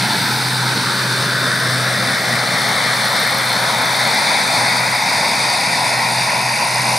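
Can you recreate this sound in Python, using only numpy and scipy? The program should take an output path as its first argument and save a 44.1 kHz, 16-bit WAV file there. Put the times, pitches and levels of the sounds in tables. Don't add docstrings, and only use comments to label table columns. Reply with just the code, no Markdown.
import sys
import numpy as np
from scipy import signal
from scipy.fft import rfft, irfft, next_fast_len
from scipy.io import wavfile
from scipy.ndimage import uniform_filter1d, map_coordinates

SR = 44100
rng = np.random.default_rng(int(sys.argv[2]) if len(sys.argv) > 2 else 0)


def dump(signal):
    limited = np.clip(np.atleast_2d(signal).T, -1, 1)
    pcm = np.round(limited * 32767).astype(np.int16)
    wavfile.write(sys.argv[1], SR, pcm)


N = 307938
FRAME = 512
GRID_HZ = np.fft.rfftfreq(FRAME, 1 / SR)[:, None]
GRID_S = np.arange(-(-N // (FRAME // 2)) + 1) * (FRAME // 2) / SR

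# time in seconds, propeller turns a second.
SHAFT_SPEED = [(0, 13.735), (4, 13.735), (5, 13.66), (6.98, 13.64)]
# time in seconds, pitch factor of the pass.
DOPPLER = [(0, 1.0175), (1.5, 1.009), (2.9, 1.0005), (3.6, .999), (6.98, .998)]
# time in seconds, level in dB.
FIZZ_LEVEL = [(0, -42), (.3, -37), (.6, -41.5), (2, -42.5), (2.8, -43), (3.5, -41), (4.2, -43), (5, -44),
              (6.98, -48)]
HOARSE_LEVEL = [(0, -38), (.4, -34), (.75, -44), (1.1, -35), (1.5, -32), (1.7, -44), (2.05, -35),
                (2.35, -46), (3, -60), (6.98, -60)]
DRONE_LEVEL = [(0, -25), (.16, -32), (.24, -26), (.66, -23.5), (.8, -28.5), (1.25, -26), (1.58, -30),
               (1.75, -24), (2.03, -26.5), (2.17, -41), (2.34, -25), (2.45, -36.5), (3.07, -30),
               (3.17, -43), (3.3, -34), (4.05, -32), (4.33, -51), (4.55, -35), (4.85, -32.5), (5.25, -46.5),
               (5.42, -32.5), (5.58, -42), (6, -32.5), (6.24, -30), (6.32, -47), (6.47, -29.5),
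               (6.64, -40.5), (6.8, -27), (6.98, -30)]
# time in seconds, then near whine, buzz and far whistle in dB.
WHINE_LEVELS = [(0, -31.5, -36, -60), (.35, -32, -38, -60), (.55, -38, -38, -60), (.85, -33.5, -40, -60),
                (1.2, -39, -40, -60), (2, -38, -39, -60), (2.4, -35, -41, -60), (2.9, -34.5, -44, -60),
                (3.15, -29, -48, -60), (3.52, -29, -52, -60), (3.65, -39, -55, -60), (3.95, -38, -60, -60),
                (4.08, -30.5, -60, -60), (4.25, -44, -60, -60), (4.75, -46, -60, -47),
                (4.92, -46, -60, -35), (5.1, -48, -60, -46), (5.27, -48, -60, -30), (5.4, -48, -60, -42),
                (5.49, -48, -60, -27), (5.7, -48, -60, -36), (5.92, -48, -60, -48), (6.1, -48, -60, -32),
                (6.24, -48, -60, -28.5), (6.36, -48, -60, -44), (6.5, -48, -60, -29), (6.63, -48, -60, -31),
                (6.73, -48, -60, -44), (6.82, -48, -60, -33), (6.98, -48, -60, -37)]
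# time in seconds, then rumble, exhaust, roar and hiss in dB.
ENGINE_LEVELS = [(0, -23.5, -26, -21.5, -21), (.55, -27.5, -27, -23, -23), (.9, -26.5, -25.5, -20, -22),
                 (1.3, -26.5, -24, -21.5, -22.5), (1.7, -28, -23.5, -20.5, -22.5),
                 (2.2, -28, -24, -20, -23), (3.1, -28, -22, -17.5, -21.5), (3.7, -31, -21.5, -20, -22.5),
                 (4.4, -30.5, -21, -18, -19.5), (4.9, -35.5, -23, -20, -21.5),
                 (5.4, -33, -23, -21.5, -20.5), (6.3, -34, -22.5, -22, -21.5), (6.98, -31, -22, -22, -20)]
# frequency in Hz, relative level in dB.
FIZZ_COLOUR = [(10500, -30), (11500, -9), (12500, -2), (13500, -1), (14300, -3), (14900, -7), (15300, -22),
               (15700, -36)]
CHIRP_COLOUR = [(7000, 9), (11500, -4), (13500, 0), (15000, -11)]
RUMBLE_COLOUR = [(20, -56), (55, -42), (75, -22), (100, -9), (125, -3), (190, 8), (270, 0), (330, -1),
                 (450, -2), (900, -31.5)]
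EXHAUST_COLOUR = [(200, -25.5), (400, -13.5), (550, -3), (700, -3.5), (850, -1.5), (980, -2), (1100, -5),
                  (1400, -63), (2500, -55)]
ROAR_COLOUR = [(700, -78), (1100, -3.5), (1400, -1.5), (2000, -3), (2500, -1.5), (3300, -3.5), (4500, -64)]
HISS_COLOUR = [(2200, -23.5), (3100, 3.5), (3600, 3), (4700, 0.5), (6000, -7.5), (8000, -9.5), (9500, -6.5),
               (11000, -18), (12200, -16), (13500, -48), (15000, -90)]
# start and length in half turns, first and last pitch in Hz, drift in half turns a second.
CHIRPS = [(.77, .27, 14300, 12500, .012), (1.02, .32, 12400, 10200, .035), (.82, .22, 10300, 8800, 0)]
# time in seconds, pitch added to the chirps in Hz.
CHIRP_LIFT = [(0, 0), (3.4, 0), (3.85, 450), (4.2, 400), (4.5, 0)]
# start and length in seconds, level of each of the three chirps in dB.
CHATTER_SPELLS = [(1.45, .95, -49, -56, -55), (2.55, .3, -45, -52, -46), (2.97, .45, -39.5, -45, -49),
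                  (3.42, .36, -43.5, -48, -48), (3.8, .43, -39, -50, -46), (4.4, 1, -44.5, -50, -56),
                  (5.46, .9, -48, -43, -42), (6.36, .44, -52, -39.5, -40), (6.8, .4, -54, -35.5, -34.5)]

# time in seconds, first flank notch in Hz, flank and tail path gains,
# slide and depth factors of the body dips, cavity notch depth in dB.
PATHS = [(0, 556, 0.18, 0.21, 0.99, 0.69, 15), (.9, 706, 0.22, 0.042, 0.95, 1.04, 2.5),
         (2, 918, 0.27, 0, 0.98, 0.94, 0.5), (2.8, 1090, 0.25, 0.25, 0.93, 1.06, -2),
         (3.6, 980, 0.19, 0.25, 0.92, 1.01, 3), (4.5, 1124, 0.52, 0.55, 0.96, 1.15, 5),
         (5.6, 1190, 0.57, 0.55, 0.99, 0.98, 4), (6.98, 1350, 0.24, 0.44, 1.074, 1.03, 13)]
# time in seconds, ridge in Hz, its height in dB, flank notch core in dB,
# upper notch in Hz, its depth in dB, tail hollow in dB, cavity notch in Hz, low dip in dB.
CONTOUR = [(0, 1520, 4.5, 6, 1740, -0.5, -1.5, 1150, 2), (.8, 1560, 4.5, 8, 1860, 2, 2, 1160, 1),
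           (1.3, 1530, 5, 10, 2130, 1, -0.5, 1110, 1.5), (2.1, 1790, 3, 5, 2440, 2.5, 1.5, 1140, 6.5),
           (3, 2050, 0, 4, 2590, 3, -0.5, 1160, 6.5), (3.6, 2300, 3, -1.5, 2600, -3, -2, 1140, 4.5),
           (4.4, 2160, -1, 1, 2600, -2.5, -2.5, 1200, 2.5), (5.2, 1860, 3.5, -2, 2600, -2.5, -1.5, 1210, 3),
           (6, 1860, 7.5, 3, 2600, -0.5, 1, 1210, 2), (6.98, 1950, 5, 1, 2600, 1, 1, 1220, 6.5)]
# time in seconds, exhaust resonance in Hz, its height in dB.
EXHAUST_RING = [(0, 830, 4), (.8, 890, 0.5), (3.5, 900, -2.5), (4.6, 935, 3), (5.5, 950, 3.5),
                (6.2, 940, 4), (6.98, 940, 3.5)]
# centre and width in Hz, depth in dB.
BODY_DIPS = [(3072, 630, 13), (2885, 280, 3.5)]
BODY_TREBLE_DIPS = [(7080, 550, 7.5), (11750, 520, 10)]
PORT_DIPS = [(3270, 120, 5), (3620, 130, -4), (4050, 150, 1), (4570, 80, 2.5)]
# time in seconds, slide and depth factors of the treble dips.
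TREBLE_SLIDE = [(0, .995, 1), (3.6, 1, 1), (5, 1.025, .9), (6.98, 1.06, .9)]
# frequency in Hz, gain in dB.
SIDE_GAIN = [(25, -7.5), (60, -31), (150, -78), (300, -39), (600, -20), (1000, -4.5), (1200, -4.5),
             (2000, -5.5), (2800, -21), (3600, -15.5), (4200, -32), (6000, -16), (7800, -21.5), (9000, -51),
             (10500, -21.5), (12000, -10.5), (13500, -8), (15000, -10)]
SCATTER_GAIN = [(300, 6), (450, -2), (650, -7), (1000, -8), (1250, -4), (1600, -3), (1900, -5), (2500, -1),
                (3000, -2), (3600, -4), (4500, 7), (5600, 1), (7500, 1), (10500, 7), (13000, -1),
                (15000, 6)]
# frequency in Hz, side phase against the mid in radians.
SIDE_PHASE = [(300, 1), (450, .1), (650, -.7), (850, -.8), (1050, -.4), (1200, .9), (1350, 1.5), (1600, .7),
              (1900, -.6), (2150, -1.3), (2400, -1.1), (2800, -.2), (3400, .2), (5600, -.4), (6500, -.8),
              (7500, .3), (10500, .7), (12500, 2.5), (15000, .9)]
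# time in seconds, coherent side gain, side dip in dB, phase turn in radians.
BEARING = [(0, 0.71, 7, -2), (.75, 0.66, 7, -2), (2, 0.59, 6.5, -0.7), (3.2, 0.54, 1.5, -.1),
           (4.2, 0.46, -1, 0), (6.98, 0.54, -1, 2.5)]
# frequency in Hz, share of that phase turn.
TURN_SHARE = [(1050, 0), (1300, 1), (2400, 1), (2800, 0)]
# frequency in Hz, gain in dB.
LOW_CUT = [(20, -22), (50, -23), (80, -7.5), (105, -0.5)]


def amp(db):
    return 10 ** (np.asarray(db) / 20)


def unit(x):
    return x / np.sqrt(np.mean(x ** 2) + 1e-20)


def along(points, hz):
    f, v = np.transpose(points)
    return np.interp(np.log(hz + 1), np.log(f + 1), v)


def curves(rows, t=None):
    s, *cols = np.transpose(rows)
    return [np.interp(np.arange(N) / SR if t is None else t, s, c) for c in cols]


def wobble(rate):
    return map_coordinates(rng.standard_normal(int(N * rate / SR) + 4), [np.arange(N) * rate / SR])


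def dips(table, hz):
    return amp(-sum(db * np.exp(-((hz - centre) / width) ** 2) for centre, width, db in table))


def shaft_angle():
    return 2 * np.pi * np.cumsum(curves(SHAFT_SPEED)[0]) / SR


def tone(hz, db, waver_hz, flutter_db):
    phase = 2 * np.pi * np.cumsum(hz + waver_hz * wobble(25)) / SR
    return np.sqrt(2) * amp(db) * unit(amp(flutter_db * wobble(14))) * np.sin(phase)


def mid_gain():
    hz = GRID_HZ
    notch_hz, flank, tail, slide, depth, cavity_db = curves(PATHS, GRID_S)
    ridge_hz, ridge_db, core_db, upper_hz, upper_db, tail_db, cavity_hz, low_db = curves(CONTOUR, GRID_S)
    treble_slide, treble_depth = curves(TREBLE_SLIDE, GRID_S)
    ring_hz, ring_db = curves(EXHAUST_RING, GRID_S)
    tail_spacing_hz = 1037 + 38.6 * GRID_S
    blur = np.exp(-(hz / 4200) ** 2)
    by_flank = flank * blur * np.exp(1j * np.pi * hz / notch_hz)
    by_tail = tail * blur * np.exp(1j * (2 * np.pi * hz / tail_spacing_hz + .82))
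    contour = dips([(ridge_hz, 160, -ridge_db), (notch_hz, 90, core_db), (upper_hz, 150, upper_db),
                    (1640, 120, tail_db), (355, 80, low_db), (ring_hz, 110, -ring_db)], hz)
    body = dips(BODY_DIPS, hz / slide) ** depth * dips(BODY_TREBLE_DIPS, hz / treble_slide) ** treble_depth
    ports = dips(PORT_DIPS + [(cavity_hz, 95, cavity_db)], hz)
    return contour * (1 + by_flank) * (1 + by_tail) * body * ports


def microphone():
    hz, mid = GRID_HZ, mid_gain()
    lean, dip_db, turn = curves(BEARING, GRID_S)
    side = amp(along(SIDE_GAIN, hz)) * dips([(1260, 560, dip_db), (533, 220, -dip_db)], hz)
    phase = np.angle(mid) + along(SIDE_PHASE, hz) + turn * along(TURN_SHARE, hz)
    return mid, lean * side * np.exp(1j * phase), amp(along(SCATTER_GAIN, hz)) * side


def arrive(x, colour, mic, patchy_db):
    z = signal.stft(x, SR, nperseg=FRAME)[2]
    eddies = uniform_filter1d(rng.standard_normal(z.shape), size=5, axis=0)
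    eddies = unit(uniform_filter1d(eddies, size=12, axis=1))
    z = z * amp(along(colour, GRID_HZ) + patchy_db * eddies)
    to_mid, coherent, scattered = mic
    side = z * coherent + np.roll(z, 3, axis=1) * scattered
    mid, side = signal.istft(np.array([z * to_mid, side]), SR, nperseg=FRAME)[1][:, :N]
    return np.array([mid + side, mid - side]) * np.sqrt(np.mean(x ** 2) / np.mean(mid ** 2))


def fizz(mic):
    return amp(curves(FIZZ_LEVEL)[0]) * arrive(rng.standard_normal(N), FIZZ_COLOUR, mic, patchy_db=0)


def chirp(start, length, from_hz, to_hz, drift):
    onset = start + drift * (np.arange(N) / SR - 3.2)
    progress = np.minimum((shaft_angle() / np.pi - onset) % 1 / length, 1)
    hz = from_hz + curves(CHIRP_LIFT)[0] + (to_hz - from_hz) * progress
    phase = 2 * np.pi * np.cumsum(hz) / SR
    whistle = wobble(2000) * np.cos(phase) + wobble(2000) * np.sin(phase)
    flicker = amp(.89 * wobble(300) + wobble(27))
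    return unit(np.sin(np.pi * progress) * flicker * whistle)


def blade_chatter(mic):
    t = np.arange(N) / SR
    fade_s, lull_db = .15, -58
    gains = np.full((len(CHIRPS), N), amp(lull_db))
    for start, length, *db in CHATTER_SPELLS:
        inside_s = np.minimum(t - start, start + length - t)
        gains += amp(db)[:, None] * np.clip(inside_s / fade_s + .5, 0, 1)
    chirps = sum(gain * chirp(*row) for gain, row in zip(gains, CHIRPS))
    return arrive(chirps, CHIRP_COLOUR, mic, patchy_db=-.5)


def compressor_whines():
    doppler, = curves(DOPPLER)
    near_db, buzz_db, far_db = curves(WHINE_LEVELS)
    near = tone(4256 * doppler, near_db, waver_hz=3, flutter_db=1.2)
    buzz = tone(4655 * doppler, buzz_db, waver_hz=2.5, flutter_db=2.5)
    chop = 1 + 1.5 * np.cos(6 * shaft_angle())
    hoarse = tone(3560 * doppler, curves(HOARSE_LEVEL)[0], waver_hz=35, flutter_db=4)
    far = tone(4718, far_db, waver_hz=11, flutter_db=1.2)
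    return near + buzz * chop + hoarse + far


def drone():
    return tone(125.3 * curves(DOPPLER)[0], curves(DRONE_LEVEL)[0], waver_hz=.7, flutter_db=.9)


def engine_flow(mic):
    rumble_db, exhaust_db, roar_db, hiss_db = curves(ENGINE_LEVELS)
    blades, gust = np.cos(6 * shaft_angle()), wobble(9)

    def band(db, colour, chop, gust_db, patchy_db):
        flow = rng.standard_normal(N) * (1 + chop * blades) * amp(gust_db * (gust + wobble(22)))
        return amp(db) * arrive(flow, colour, mic, patchy_db)

    return (band(rumble_db, RUMBLE_COLOUR, chop=0, gust_db=.68, patchy_db=.8)
            + band(exhaust_db, EXHAUST_COLOUR, chop=.07, gust_db=.74, patchy_db=.5)
            + band(roar_db, ROAR_COLOUR, chop=.05, gust_db=.047, patchy_db=1.03)
            + band(hiss_db, HISS_COLOUR, chop=.085, gust_db=.32, patchy_db=.97))


def scene():
    mic = microphone()
    return engine_flow(mic) + blade_chatter(mic) + fizz(mic) + drone() + compressor_whines()


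def record(dry):
    size, top_hz = next_fast_len(N), 15720
    hz = np.fft.rfftfreq(size, 1 / SR)
    return irfft(rfft(dry, size) * amp(along(LOW_CUT, hz)) * (hz < top_hz), size)[:, :N]


dry = scene()
out = record(dry)
dump(out)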